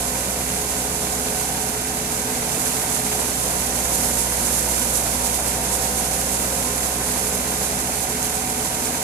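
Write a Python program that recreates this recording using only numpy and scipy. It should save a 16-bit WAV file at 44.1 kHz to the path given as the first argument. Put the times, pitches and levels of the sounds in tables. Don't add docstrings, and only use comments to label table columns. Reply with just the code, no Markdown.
import sys
import numpy as np
from scipy import signal
from scipy.fft import rfft, irfft, next_fast_len
from scipy.io import wavfile
from scipy.ndimage import uniform_filter1d

SR = 44100
rng = np.random.default_rng(int(sys.argv[2]) if len(sys.argv) > 2 else 0)


def store_wav(level_fs):
    pcm = np.round(np.clip(np.atleast_2d(level_fs), -1, 1) * 32767)
    wavfile.write(sys.argv[1], SR, pcm.T.astype(np.int16))


N = 398218
TIME = np.arange(N) / SR

# (frequency [Hz], relative level [dB])
CLATTER_SPECTRUM = [(500, -13), (1100, 0.5), (1500, 4), (1750, 2.5), (2100, 3.5), (2600, 2.8), (3200, -0.5),
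                    (4000, -3), (6000, -6.5), (14000, -10.5)]
# (frequency [Hz], relative level [dB])
STRAW_RIGHT_SPECTRUM = [(1000, -24), (2400, -15), (3500, -11.4), (4300, -9), (5400, -6.1), (6200, -1.7),
                        (7400, .3), (8600, -1.2), (10400, 0), (11300, -1.9), (13100, -9.5), (14200, -11.8)]


def undb(db):
    return 10 ** (np.asarray(db) / 20)


def unit(x):
    return x / np.sqrt(np.mean(x ** 2))


def curves(table):
    seconds, *columns = np.transpose(table)
    return [np.interp(TIME, seconds, column) for column in columns]


def walk(rate):
    hold = max(int(SR / rate), 2)
    values = rng.standard_normal(N // hold + 2)
    held = np.repeat(values, hold)[rng.integers(hold):][:N]
    return unit(uniform_filter1d(held, hold))


def colour(x, points):
    size = next_fast_len(N)
    hz, db = np.transpose(points)
    bins_hz = np.maximum(np.arange(size // 2 + 1) * SR / size, 1)
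    gain = undb(np.interp(np.log(bins_hz), np.log(hz), db))
    gain = gain * np.minimum(bins_hz / hz[0], 1) ** 2
    return unit(irfft(rfft(x, size) * gain, size)[..., :N])


def from_right(x, lag_ms):
    left = np.interp(TIME - lag_ms / 1000, TIME, x)
    return np.array([left, x])


def tones(turns, speed, steady, drones, flutter, wobble_ms):
    flutter_rate, full_flutter_hz = 13, 480
    mean_rate = turns[-1] / TIME[-1]
    shaken = turns + wobble_ms / 1000 * walk(8.3) * mean_rate
    gains = [(multiple, undb(db)) for multiple, db in steady]
    for multiple, db, best_speed, width in drones:
        resonance = 1 / (1 + ((speed - best_speed) / width) ** 2)
        gains.append((multiple, undb(db) * resonance))
    total = 0
    for multiple, gain in gains:
        depth = flutter * min(multiple * mean_rate / full_flutter_hz, 1)
        phase = 2 * np.pi * (round(multiple) * shaken + rng.random()) + depth * walk(flutter_rate)
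        level = np.sqrt(2) * gain * (1 + depth * walk(flutter_rate))
        total = total + level * np.sin(phase)
    return total


def strokes(turns, decay, scatter_db):
    size = undb(scatter_db * rng.standard_normal(int(turns[-1]) + 2))
    return unit(size[turns.astype(int)] * np.exp(-(turns % 1) / decay))


def impacts(rate, spread_db):
    size = undb(spread_db * np.minimum(rng.exponential(size=N), 4.5))
    struck = rng.random(N) < rate / SR
    return unit(struck * size * rng.standard_normal(N))


def straw(beats, fan_turns, flow_db):
    # (frequency [Hz], relative level [dB])
    straw_left = [(1000, -10), (2400, -3), (3500, 0), (4300, -1), (5600, -3.4), (7200, -1.5), (9000, -1.5),
                  (11000, 0), (14200, -2.2)]
    gust_db = flow_db + 0.4 * walk(45)
    throb = 1 + 0.035 * np.cos(2 * np.pi * fan_turns) + 0.049 * np.cos(2 * np.pi * beats)
    left_grains, right_grains = [impacts(34000, 1.5) for _ in range(2)]
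    left = undb(-31.5) * colour(left_grains, straw_left)
    right = undb(-22.0) * colour(right_grains, STRAW_RIGHT_SPECTRUM)
    spray = np.array([left, right])
    lowpass = signal.butter(2, 6000, fs=SR, output="sos")
    coarse = signal.sosfiltfilt(lowpass, spray)
    fine = spray - coarse
    coarse_gain = undb(0.52 * gust_db + 0.4 * walk(30) + 0.15)
    return throb * (coarse * coarse_gain + fine * undb(1.05 * gust_db))


def straw_flow():
    # (time [s], flow [dB])
    load_points = [(0, -.1), (1.4, -.4), (1.95, -1.8), (2.45, -.1), (2.7, 1.4), (3.35, 1.2), (3.75, 2),
                   (4.0, 3), (4.3, 2.3), (4.65, 3.2), (5.1, 1.9), (5.6, .3), (5.9, 1.5), (7.05, 1),
                   (7.8, -.1), (9.0, -0.5)]
    # (time [s], surge [dB])
    wads = [(0.775, 1.6), (1.415, 1.6), (1.62, 2.2), (1.69, 2.2), (2.135, 1.8), (2.61, 2), (2.675, 2.1),
            (2.93, 1.8), (3.195, 2.2), (3.945, 2.5), (4.05, 3.8), (4.19, 3), (4.465, 3), (4.54, 3),
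            (4.585, 1.4), (4.70, 2.2), (4.775, 1.9), (4.955, 3.5), (5.255, 3.8), (5.35, 3.8), (5.48, 3),
            (5.745, 4), (5.835, 3.2), (5.985, 2), (6.135, 1.7), (6.335, 2.3), (6.405, 2), (6.785, 1.9),
            (7.11, 2.6), (7.345, 2), (7.65, 2.8), (8.025, 3.5), (8.245, 2.6), (8.355, 2.6), (8.65, 2),
            (8.85, 2)]
    attack_s, release_s = 0.022, 0.03
    gust_rate, gust_spread_db, gust_growth = 34, 0.48, 0.06
    load_db = curves(load_points)[0]
    wads_db = 0
    for second, surge_db in wads:
        shape = np.interp(TIME - second, [-attack_s, 0, release_s], [0, 1, 0])
        wads_db = wads_db + surge_db * np.sqrt(shape)
    gusts_db = gust_spread_db * (1 + gust_growth * load_db) * walk(gust_rate)
    return load_db + wads_db + gusts_db


def drum(beats, fan_turns, speed, flow_db, rattle_db):
    # (multiple of the beater rate, level [dB])
    steady = [(3, -60), (4, -50.5), (9, -55), (11, -49), (12, -55), (21, -56), (39, -50.5)]
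    # (multiple of the beater rate, top level [dB],
    # fan blade rate there [Hz], half-width in blade rate to 6 dB down [Hz])
    drones = [(6, -43, 61.2, .55), (6, -40, 64.5, .7), (13, -41.5, 61.9, 1.4), (14, -41.8, 62, 1.1),
              (15, -46, 61.4, .8), (18, -44, 62.1, 1.4), (20, -42.5, 61.95, .55), (20, -47.5, 63.5, .45),
              (23, -45.8, 64.3, .8), (24, -44.8, 61.7, .8), (27, -46.8, 62.5, 1.1)]
    # (frequency [Hz], relative level [dB])
    housing_spectrum = [(20, -22), (50, -13), (110, -11.5), (200, -2), (290, -1.5), (370, -5), (480, -3),
                        (740, -1.5), (830, -5), (980, -4), (1130, -11.5), (1500, -10.5), (3000, -24.5),
                        (8000, -18)]
    drone = tones(beats, speed, steady, drones, flutter=0.3, wobble_ms=0.02)
    beating = 1.0 + 0.15 * strokes(2 * beats, decay=0.61, scatter_db=5.5)
    pelting = beating * (1 + 0.084 * np.cos(2 * np.pi * fan_turns))
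    stalks = [impacts(12000, 1.0) * pelting for _ in range(3)]
    body = undb(-31.0) * colour(stalks[0], housing_spectrum) + panels(stalks[1])
    short_waves = [(hz, db + 20 * np.log10(min(hz / 1100, 1))) for hz, db in housing_spectrum]
    scattered = colour(stalks[2], short_waves) * np.array([[1], [-1]])
    housing = from_right(body, lag_ms=0.1) + undb(-34.5) * scattered
    housing_gain = undb(rattle_db + 0.21 * flow_db + 0.5 * walk(20))
    lean_db = 0.55 * np.array([[1], [-1]])
    return (from_right(drone, lag_ms=0.11) + housing * housing_gain) * undb(lean_db)


def panels(x):
    # (frequency [Hz], bandwidth [Hz], relative level [dB])
    modes = [(245, 22, -55), (497, 10, -55), (690, 18, -53), (745, 10, -46.5), (767, 10, -50),
             (915, 8, -52), (1040, 20, -57), (1207, 12, -56), (1270, 90, -54), (1490, 90, -52.5),
             (2000, 70, -55)]
    total = 0
    for hz, width, db in modes:
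        b, a = signal.iirpeak(hz, hz / width, fs=SR)
        total = total + undb(db) * unit(signal.lfilter(b, a, x))
    return total


def diesel(cycles, speed, rattle_db):
    # (multiple of the four-stroke cycle rate, level [dB])
    steady = [(3, -52.5), (6, -47.5), (8, -55), (9, -47), (11, -59), (12, -46), (13, -52.5), (19, -44),
              (21, -61), (24, -52), (30, -54.5)]
    # (multiple of the cycle rate, top level [dB],
    # fan blade rate there [Hz], half-width in blade rate to 6 dB down [Hz])
    drones = [(15, -42.5, 63.4, 1.4), (18, -44.5, 64.5, .8), (32, -38.3, 63.6, 1.75)]
    exhaust = tones(cycles, speed, steady, drones, flutter=0.22, wobble_ms=0.03)
    firings = strokes(3 * cycles, decay=0.44, scatter_db=1.8)
    knock = colour(impacts(14000, 0.92) * (1.36 + 0.93 * firings), CLATTER_SPECTRUM)
    direct = from_right(undb(-35.5) * knock, lag_ms=0.445)
    scattered = undb(-56) * colour(rng.standard_normal((2, N)), CLATTER_SPECTRUM)
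    return from_right(exhaust, lag_ms=0.2) + undb(rattle_db) * (direct + scattered)


def fan(turns, speed):
    # (multiple of the fan's turning rate, level [dB])
    steady = [(4, -59), (8, -62), (10, -43), (20, -43)]
    # (multiple of the turning rate, top level [dB],
    # fan blade rate there [Hz], half-width in blade rate to 6 dB down [Hz])
    drones = [(5, -34.7, 61.2, 2.8), (15, -41.3, 62.6, 1.7), (16, -44, 61.8, .9), (34, -48.5, 64.2, 1.1),
              (58, -40.3, 64.1, .95), (59, -47.5, 63.2, .8), (60, -44, 62.1, .7), (60, -43.5, 64.05, .4),
              (78, -47, 61.4, .9)]
    hum = tones(turns, speed, steady, drones, flutter=0.22, wobble_ms=0.02)
    return from_right(hum, lag_ms=0.22)


def cracks(table, decay_ms):
    envelope = 0
    for second, db in table:
        age = TIME - second
        envelope = envelope + undb(db) * (age >= 0) * np.exp(-np.abs(age) * 1000 / decay_ms)
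    return rng.standard_normal(N) * envelope


def stalk_hits():
    # (time [s], level before filtering [dB])
    snap_rows = [(0.578, -17), (4.462, -13), (4.964, -15), (5.246, -15), (8.2285, -11), (8.2545, -14),
                 (8.3545, -13)]
    # (time [s], level before filtering [dB])
    knock_rows = [(0.501, -23), (1.285, -24), (2.659, -24), (3.127, -20), (3.725, -23), (4.78, -23)]
    snaps = cracks(snap_rows, decay_ms=1.2)
    knocks = cracks(knock_rows, decay_ms=2.5)
    snaps = np.std(snaps) * colour(snaps, STRAW_RIGHT_SPECTRUM) * undb([[-14], [0]])
    knocks = np.std(knocks) * colour(knocks, CLATTER_SPECTRUM)
    return snaps + from_right(knocks, lag_ms=0.12)


def scene():
    # (time [s], fan blade rate [Hz])
    speed_points = [(0.0, 62.5), (1.5, 63.68), (2.0, 64.08), (2.4, 64.57), (2.75, 64.78), (3.1, 63.83),
                    (3.5, 62.7), (4.0, 61.69), (4.5, 61.28), (5.0, 61.38), (6.0, 62.11), (7.0, 62.57),
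                    (7.7, 63.37), (9.0, 64.8)]
    # (time [s], level [dB])
    rattle_points = [(0, 0), (1.2, -0.4), (2.2, 0.6), (4.5, 0.5), (6, .5), (9, .5)]
    engine_ratio, drum_ratio, fan_ratio = 0.2084, 0.61744, 0.20016
    speed, rattle_db = curves(speed_points)[0], curves(rattle_points)[0]
    blades = np.cumsum(speed) / SR
    beats, fan_turns = drum_ratio * blades, fan_ratio * blades
    flow_db = straw_flow()
    machine = straw(beats, fan_turns, flow_db) + drum(beats, fan_turns, speed, flow_db, rattle_db)
    machine = machine + diesel(engine_ratio * blades, speed, rattle_db) + fan(fan_turns, speed)
    return machine + stalk_hits()


def record(dry):
    top_hz = 14230
    lowpass = signal.ellip(12, 0.1, 85, top_hz, fs=SR, output="sos")
    return signal.sosfilt(lowpass, dry)


dry = scene()
out = record(dry)
store_wav(out)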